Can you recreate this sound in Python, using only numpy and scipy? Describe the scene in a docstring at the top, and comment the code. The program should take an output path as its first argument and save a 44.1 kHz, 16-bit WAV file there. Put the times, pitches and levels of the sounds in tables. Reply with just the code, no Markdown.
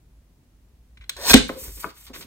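"""A plastic paper trimmer cuts a photo print, heard from close above a craft desk in a small room.
The carriage clicks down and its blade rasps faster and faster as fibres snap and shake the rail.
It slams into the end stop: the shell rattles, the hollow bed thumps and the microphones overload.
The hands let go; the print hisses over the bed, pops through a bend and is carried away.
Underneath, the desk booms faintly and the room hums with a low rumble."""
import sys
import numpy as np
from scipy import signal
from scipy.fft import rfft, irfft, next_fast_len
from scipy.io import wavfile

SR = 44100
rng = np.random.default_rng(int(sys.argv[2]) if len(sys.argv) > 2 else 0)


def unload_wav(signal):
    """Save mono or channel-first audio to the path in sys.argv[1] as 16-bit WAV at rate SR, clipped to [-1, 1]."""
    wavfile.write(
        sys.argv[1],
        SR,
        np.round(np.clip(np.atleast_2d(signal).T, -1, 1) * 32767).astype(np.int16),
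    )


N = 99886
TIME = np.arange(N) / SR

# tone of the cut's rasp: freq_hz, relative_db
RASP_EQ = [(80, -14), (250, -2.5), (380, -6), (600, -2), (1250, -6.5), (1700, -3), (3500, 0), (5200, 6),
           (7500, -3.5), (10500, -4), (16000, -5.5)]
# hollow scrape of the runner in its groove: freq_hz, relative_db
SCRAPE_EQ = [(150, -7), (330, -7.5), (500, -2), (850, -4), (1060, -1), (1250, -13), (1600, -3.5),
             (2600, -13), (6000, -29)]
# resonances of the rail under the blade: pitch_hz, width_hz, boost_db
RAIL_PEAKS = [(475, 110, 7), (750, 70, 4.5), (1037, 140, 5.5), (1520, 82, 5), (1790, 69.7, 9),
              (2300, 200, 1), (3384, 180, 9.5), (4344, 110, 10.5), (8490, 750, 5)]
# two blade squeaks, then a finger dragging on the bed: start_s, length_s, pitch_hz, level_db, left_db
SQUEAKS = [(1.295, .014, 1578, -21, 8), (1.294, .013, 2445, -21, 0), (1.54, .038, 520, -38.5, 2)]
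# clicks of fingers, carriage and blade: faint finger ticks, the carriage's clicks and rattles, and the blade
# snapping out of the print's edge: start_s, level_db, length_s, low_cut_hz, high_cut_hz, ring_hz
CLICKS = [(0.972, -53, 0.0099, 1198, 2896, 2300), (1.01, -54.5, 0.025, 1196, 2595, 2300),
          (1.038, -53.5, 0.0077, 1200, 2500, 3350), (1.094, -24, 0.007, 1200, 14900, 3350),
          (1.166, -41, 0.009, 1504, 12000, 4100), (1.314, -20, 0.0062, 5450, 14000, 8400),
          (1.3333, -13, 0.013, 498, 5500, 2850), (1.339, 1.5, 0.007, 250, 9600, 3000),
          (1.346, -18, 0.0057, 700, 3500, 2030), (1.361, -22.5, 0.027, 408, 8980, 1960),
          (1.4909, -28.5, 0.011, 610, 1300, 1030), (1.68, -45.5, 0.0034, 200, 1500, 500),
          (2.161, -40, 0.0059, 500, 1990, 1800)]
# tone of hard plastic contact: freq_hz, relative_db
PLASTIC_EQ = [(100, -6.5), (450, 4.5), (900, -9), (1500, -4.5), (3300, 0.5), (5200, -2), (8000, -3.5),
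              (11000, -8), (16000, -1.5)]
# resonances of the carriage's shell: pitch_hz, width_hz, boost_db
SHELL_PEAKS = [(715, 36, 4.5), (1046, 150, 8), (1540, 130, 9), (2080, 160, 7.5), (2360, 71, 5.5),
               (2843, 170.5, 2.5), (3428, 100, 5.5), (4100, 260, 9.5), (6660, 400, 4.5), (8370, 1000, 7)]
# blows on the trimmer bed: start_s, level_db, high_cut_hz, low_cut_hz
BED_KNOCKS = [(1.096, -49.5, 710, 396), (1.309, -19, 295, 40.2), (1.339, -37, 643, 470),
              (1.3436, 9.5, 270, 41), (1.366, -14, 380, 40.4), (1.4986, -18, 670, 439),
              (2.105, -38, 615, 99.7), (2.246, -41.5, 280, 97.2)]
# modes of the bed: pitch_hz, level_db, t60_s
BED_MODES = [(235.6, -3, 0.056), (256, -1, 0.07), (296, -17, 0.12), (413.6, -8, 0.08), (508, -4.5, 0.088),
             (693, -10.5, 0.065)]
# pulls of the print over the bed: start_s, length_s, level_db, attack_s
PRINT_SLIDES = [(1.48, 0.0047, -43.5, .003), (1.5, 0.075, -56.5, 0.03), (1.559, 0.072, -36.5, 0.054),
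                (1.625, 0.022, -35, 0.022), (1.643, 0.17, -43, 0.023), (1.79, 0.015, -36.5, 0.014),
                (1.834, 0.049, -52.5, 0.011), (1.928, 0.14, -50.5, 0.054), (2.134, 0.08, -44.5, 0.018)]
# hiss of sliding glossy paper: freq_hz, relative_db
SLIDE_EQ = [(500, -30), (1200, -16.5), (3000, -10.5), (5200, -4), (7500, 0), (13500, 1.5), (16000, -2)]
# fingers rubbing on the bed: start_s, length_s, level_db
FINGER_RUBS = [(1.489, 0.085, -42), (1.601, 0.1, -50), (1.765, 0.025, -50.5), (1.849, 0.007, -31.5),
               (2.095, 0.017, -46.5), (2.134, 0.093, -49)]
# dull tone of that rubbing: freq_hz, relative_db
RUB_EQ = [(60, -2), (150, 4.5), (300, 6), (420, 4), (520, 3.5), (650, -14.5), (1200, -7.5), (4000, -39.5)]
# fingers gripping the print: start_s, length_s, level_db
FINGER_GRIPS = [(1.515, 0.17, -50.5), (1.568, 0.037, -50), (1.767, 0.1, -50), (1.823, 0.01, -44),
                (1.886, 0.0173, -47.5), (1.942, 0.119, -59.5), (2.065, 0.013, -48), (2.131, 0.04, -43.5),
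                (2.208, 0.017, -44)]
# tone of the print's rustle: freq_hz, relative_db
RUSTLE_EQ = [(300, -36), (900, -3.5), (1500, -1.5), (2500, -1), (4500, 0.5), (9000, -15)]
# pops of the buckling print: start_s, level_db
PRINT_POPS = [(1.8352, -42), (1.8434, -24.5), (1.8555, -40.5)]
# modes of the bent print: pitch_hz, level_db, t60_s
PRINT_MODES = [(325, -10, 0.092), (467, -36, 0.06), (665, -13.5, 0.12), (1000, -5, 0.038),
               (1206, -2.5, 0.049), (1240, 9.5, 0.0072), (1440, -2, 0.041), (2175, -2, 0.036),
               (2500, -1, 0.048)]
# shoves on the desk: start_s, level_db
DESK_SHOVES = [(1.0, -45), (1.16, -46.5), (1.21, -46.5), (1.53, -46), (1.309, -27.5), (1.347, -22),
               (1.366, -49), (1.43, -36.5), (1.625, -43.5), (1.678, -39), (1.72, -44), (1.758, -46.5),
               (1.845, -46)]
# modes of the desk top: pitch_hz, level_db, t60_s
DESK_MODES = [(52.7, 7.5, 0.21), (40, -15, 0.074), (83.2, -12, 0.027)]
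# how far the left microphone port leads the right: freq_hz, lead_rad
PORT_PHASE = [(100, 1.5), (500, -0.4), (1800, 1.19), (2500, 0.25), (3700, 4.5), (5300, 2.5), (7000, 0.78),
              (8600, 0.5), (10400, -4), (13500, -5.5), (16000, -8.5)]
# strength of the room's tail: freq_hz, level_db
REVERB_EQ = [(130, -13), (260, -15), (550, -5.5), (2000, -6.5), (6000, -10), (14000, -18)]
# decay of the room's tail: freq_hz, t60_s
REVERB_DECAY = [(100, 0.29), (400, 0.24), (2000, 0.27), (6000, 0.33), (15000, 0.27)]
# tone of the still room: freq_hz, relative_db
ROOM_TONE_EQ = [(20, -20.5), (35, -13.5), (53, 4), (80, -14), (130, -15), (250, -21.5), (500, -31.5),
                (1200, -38.5), (4000, -43.5), (15000, -47)]

PUSH_S, STOP_S = 1.165, 1.338   # the carriage sets off; it meets the end stop


def blade():
    """Fibres snap and shake the rail; rasp, grain rate, scrape and rumble climb with the speed."""
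    speed = np.interp(TIME, [PUSH_S, STOP_S], [.17, 1])   # share of the final speed
    moving = (TIME > PUSH_S) * (TIME < STOP_S)
    glide = from_db(-33.5) * speed * moving
    snaps_per_s = 20000 * speed
    fibres = grains(snaps_per_s, spread_db=1.6) * flutter(hz=150, depth_db=1.0)
    tearing = fibres * together([glide, bite(TIME)])
    crackle = soften(grains(snaps_per_s, spread_db=4.0), 7500, "high")
    coating = crackle * bite(TIME - 0.011)   # the gloss parts just after the fibres
    rumble_hz = 360.3 + 1136 * speed ** 2   # the rail's roughness passes ever faster under the runner
    rumble = from_db(-1) * rms_one(slow_noise(hz=100) * np.cos(phase(rumble_hz))) * glide * np.sqrt(speed)
    scrape = from_db(-36) * rng.standard_normal(N) * speed ** (3 / 4) * moving
    return colour(tearing + coating + rumble, RASP_EQ, RAIL_PEAKS) + colour(scrape, SCRAPE_EQ, RAIL_PEAKS)


def bite(time, deepest_s=1.303, hold_s=0.012, rise_db_per_s=322.5, fall_db_per_s=1598):
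    """Envelope of the cut: it deepens, holds and drops as the blade leaves the print."""
    entering_db = rise_db_per_s * np.maximum(deepest_s - time, 0)
    leaving_db = fall_db_per_s * np.maximum(time - deepest_s - hold_s, 0)
    return from_db(-13 - entering_db - leaving_db)


def squeak(start_s, length_s, pitch_hz, level_db, left_db):
    """Stick-slip makes one resonance swell and sing for a moment, its pitch wavering slightly."""
    wavering_hz = pitch_hz * (1 + .01 * rms_one(slow_noise(hz=81.3)))
    tone = rms_one(np.sin(phase(wavering_hz)))
    swell = gesture(start_s, length_s, level_db, attack_s=length_s, release_db_per_s=900.5)
    return pan(tone * swell, left_db)


def carriage():
    """Fingers tick faintly, the carriage clicks on its rail, the blade snaps out of the print's edge, and the
    carriage rattles after hitting the end stop."""
    return colour(sum(chatter(*row) for row in CLICKS), PLASTIC_EQ, SHELL_PEAKS)


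def chatter(start_s, level_db, length_s, low_cut_hz, high_cut_hz, ring_hz):
    """A dying burst of plastic on plastic; the touched part rings on two modes of its own."""
    dying = np.exp(-(TIME[:SR // 10] / length_s) ** 2)
    contact = band_limit(flat_burst(dying, len(dying)), low_cut_hz, high_cut_hz)
    ringing = sum(from_db(db) * signal.lfilter(*signal.iirpeak(hz, Q=16, fs=SR), contact)
                  for hz, db in [(ring_hz, 3), (ring_hz * 1.23, 0.5)])
    click = from_db(level_db) * rms_one(contact + ringing) * np.sqrt(np.mean(dying ** 2))
    return np.pad(click, (int(start_s * SR), N))[:N]


def bed():
    """The hollow bed thumps; a soft contact leaves out its higher modes, a light one its lowest."""
    blows = sum(band_limit(taps([(start_s, level_db)]), low_cut_hz, high_cut_hz)
                for start_s, level_db, high_cut_hz, low_cut_hz in BED_KNOCKS)
    return ring(blows, BED_MODES)


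def handling():
    """Glossy paper hisses over the bed while fingers rub; gripping and sliding both rustle the print."""
    sliding = together(gesture(*row, release_db_per_s=338) for row in PRINT_SLIDES)
    rubbing = together(gesture(*row) for row in FINGER_RUBS)
    gripping = together(gesture(*row) for row in FINGER_GRIPS)
    bending = together([gripping, from_db(-19.5) * sliding])
    hiss = grains(10000, spread_db=-0.5) * flutter(hz=35, depth_db=1.2) * sliding
    rub = rng.standard_normal(N) * rubbing
    rustle = grains(2300, spread_db=-2.0) * flutter(hz=49.9, depth_db=2.5) * bending
    return colour(hiss, SLIDE_EQ) + colour(rub, RUB_EQ) + colour(rustle, RUSTLE_EQ)


def buckle():
    """The stiff print pops through a bend as it is lifted."""
    return ring(soften(taps(PRINT_POPS), hz=1700, order=4), PRINT_MODES)


def desk():
    """The desk top booms faintly under every shove."""
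    return ring(soften(taps(DESK_SHOVES), hz=109.6), DESK_MODES)


def microphones(x, desk_db, desk_t60_s, low_hz=898, high_hz=7700):
    """Two ports hear the sound out of step; in the mids each gets its own quick desk reflections."""
    size, hz = fft_grid()
    dying = from_db(-60 * TIME[:SR // 20] / desk_t60_s)
    scatter = flat_burst(dying, (2, len(dying)))
    scatter /= np.sqrt(np.sum(scatter ** 2, axis=1, keepdims=True))
    reflected = from_db(desk_db) * hz ** 2 / (hz ** 2 + low_hz ** 2) / (1 + (hz / high_hz) ** 4)
    direct = np.exp(.5j * at_hz(PORT_PHASE, hz) * np.array([[1], [-1]]))
    response = np.sqrt(1 - reflected ** 2) * direct + reflected * rfft(scatter, size)
    return irfft(rfft(x, size) * response)[:, :N]


def reverb(x, build_s):
    """The small room's diffuse tail, unrelated in each ear, dies away band by band."""
    age, tail = TIME[:SR * 2 // 3], 0
    edges_hz = np.geomspace(100, 18000, 11)
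    white = rng.standard_normal((2, 2, len(age)))
    for k, (low, high) in enumerate(zip(edges_hz, edges_hz[1:])):
        hz = np.sqrt(low * high)
        decay = from_db(-60 * age / at_hz(REVERB_DECAY, hz)) * (1 - np.exp(-age / build_s))
        band = signal.sosfilt(signal.butter(2, [low, high], "band", fs=SR, output="sos"), white[k % 2])
        tail = tail + from_db(at_hz(REVERB_EQ, hz)) * band * decay / np.sqrt(np.sum(decay ** 2))
    return signal.fftconvolve(x[None], tail, axes=1)[:, :N]


def room_tone():
    """A low, centred rumble under a faint, wide hiss."""
    rumble = soften(rng.standard_normal(N), hz=690, order=1)
    hiss = soften(rng.standard_normal((2, N)), 680, "high", order=1)
    return from_db(-53.5) * colour(rumble + hiss, ROOM_TONE_EQ)


def gesture(start_s, length_s, level_db, attack_s=0.0028, release_db_per_s=599):
    """Envelope of one movement, by default a quick touch: it swells, holds and dies away."""
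    age = TIME - start_s
    release_db = release_db_per_s * np.maximum(age - length_s, 0)
    return np.clip(age / attack_s, 0, 1) * from_db(level_db - release_db)


def together(gains):
    """Overlapping movements add in power."""
    return np.sqrt(sum(gain ** 2 for gain in gains))


def grains(per_s, spread_db):
    """Random tiny snaps of uneven size, with unit power at any rate."""
    sizes = from_db(spread_db * np.minimum(rng.exponential(1, N), 4)) * rng.choice([-1, 1], N)
    return rms_one(sizes * (rng.random(N) < per_s / SR) / np.sqrt(per_s))


def flutter(hz, depth_db):
    """Uneven friction: a gain that wanders at about this rate."""
    return from_db(depth_db * rms_one(slow_noise(hz)))


def slow_noise(hz):
    """Low-passed noise."""
    return soften(rng.standard_normal(N), hz)


def flat_burst(envelope, shape):
    """A noise burst with its spectrum evened out, so it brings little colour of its own."""
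    length = len(envelope)
    spectrum = rfft(rng.standard_normal(shape) * envelope, 2 * length)
    return irfft(spectrum / (np.abs(spectrum) + 1e-12))[..., :length] * envelope ** (1 / 4)


def taps(rows):
    """One impulse for each row."""
    out = np.zeros(N)
    for start_s, level_db in rows:
        out[int(start_s * SR)] += from_db(level_db)
    return out


def ring(push, modes):
    """Each push sets every mode swinging and dying away."""
    out = 0
    for pitch_hz, level_db, t60_s in modes:
        decay = from_db(-60 / (t60_s * SR))
        feedback = [1, -2 * decay * np.cos(2 * np.pi * pitch_hz / SR), decay ** 2]
        out = out + from_db(level_db) * signal.lfilter([.5, 0, -.5], feedback, push + 1e-18)
    return out


def colour(x, eq, peaks=()):
    """A smooth EQ curve with resonances on top, scaled to unit power."""
    size, hz = fft_grid()
    boost = 1 + sum((from_db(db) ** 2 - 1) / (1 + (2 * (hz - f) / width) ** 2) for f, width, db in peaks)
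    gain = rms_one(from_db(at_hz(eq, hz)) * np.sqrt(np.maximum(boost, 1e-3)))
    cepstrum = irfft(np.log(gain))
    cepstrum[1:size // 2] *= 2   # minimum phase: resonances ring after the blow, never before
    cepstrum[size // 2 + 1:] = 0
    return irfft(rfft(x, size) * np.exp(rfft(cepstrum)))[..., :N]


def soften(x, hz, kind="low", order=2):
    """Butterworth low- or high-pass."""
    return signal.sosfilt(signal.butter(order, hz, kind, fs=SR, output="sos"), x + 1e-18)


def band_limit(x, low_cut_hz, high_cut_hz):
    """Roll off top and bottom."""
    return soften(soften(x, high_cut_hz), low_cut_hz, "high")


def pan(x, left_db):
    """Stereo with the left side louder by left_db."""
    return x * from_db([[left_db / 2], [-left_db / 2]])


def phase(hz):
    """Running phase of a moving pitch."""
    return 2 * np.pi * np.cumsum(hz) / SR


def fft_grid():
    """Padded FFT size and its frequencies."""
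    size = 2 * next_fast_len(N)
    return size, np.arange(size // 2 + 1) * SR / size


def at_hz(points, hz):
    """Read a table on a log-frequency axis."""
    freq_hz, value = np.transpose(points)
    return np.interp(np.log(hz + 1e-9), np.log(freq_hz), value)


def from_db(db):
    """Decibels to gain."""
    return 10 ** (np.asarray(db) / 20)


def rms_one(x):
    """Scale to unit power."""
    return x / np.sqrt(np.mean(x ** 2) + 1e-20)


def scene():
    """Trimmer, print and hands up close, the room behind; moving sources blur their desk reflections."""
    hits, cut, hands, pops = carriage() + bed(), blade(), handling(), buckle()
    squeaks = sum(squeak(*row) for row in SQUEAKS)
    close = (microphones(hits, desk_db=0, desk_t60_s=0.0054, low_hz=1090, high_hz=9030)
             + microphones(cut, desk_db=-4.5, desk_t60_s=0.016)
             + microphones(hands, desk_db=-5, desk_t60_s=0.039)
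             + squeaks + pan(pops, left_db=6.5))   # the print is lifted on the left
    send = hits + cut + hands + pops + squeaks.mean(axis=0)
    return close + reverb(send, build_s=0.00023) + desk() + room_tone()


def record(dry):
    """The slam clips just under full scale; a steep filter cuts the very top."""
    high_cut = signal.ellip(10, .1, 80, 15750, fs=SR, output="sos")
    return signal.sosfilt(high_cut, np.clip(dry, -.97, .97))


dry = scene()
out = record(dry)
unload_wav(out)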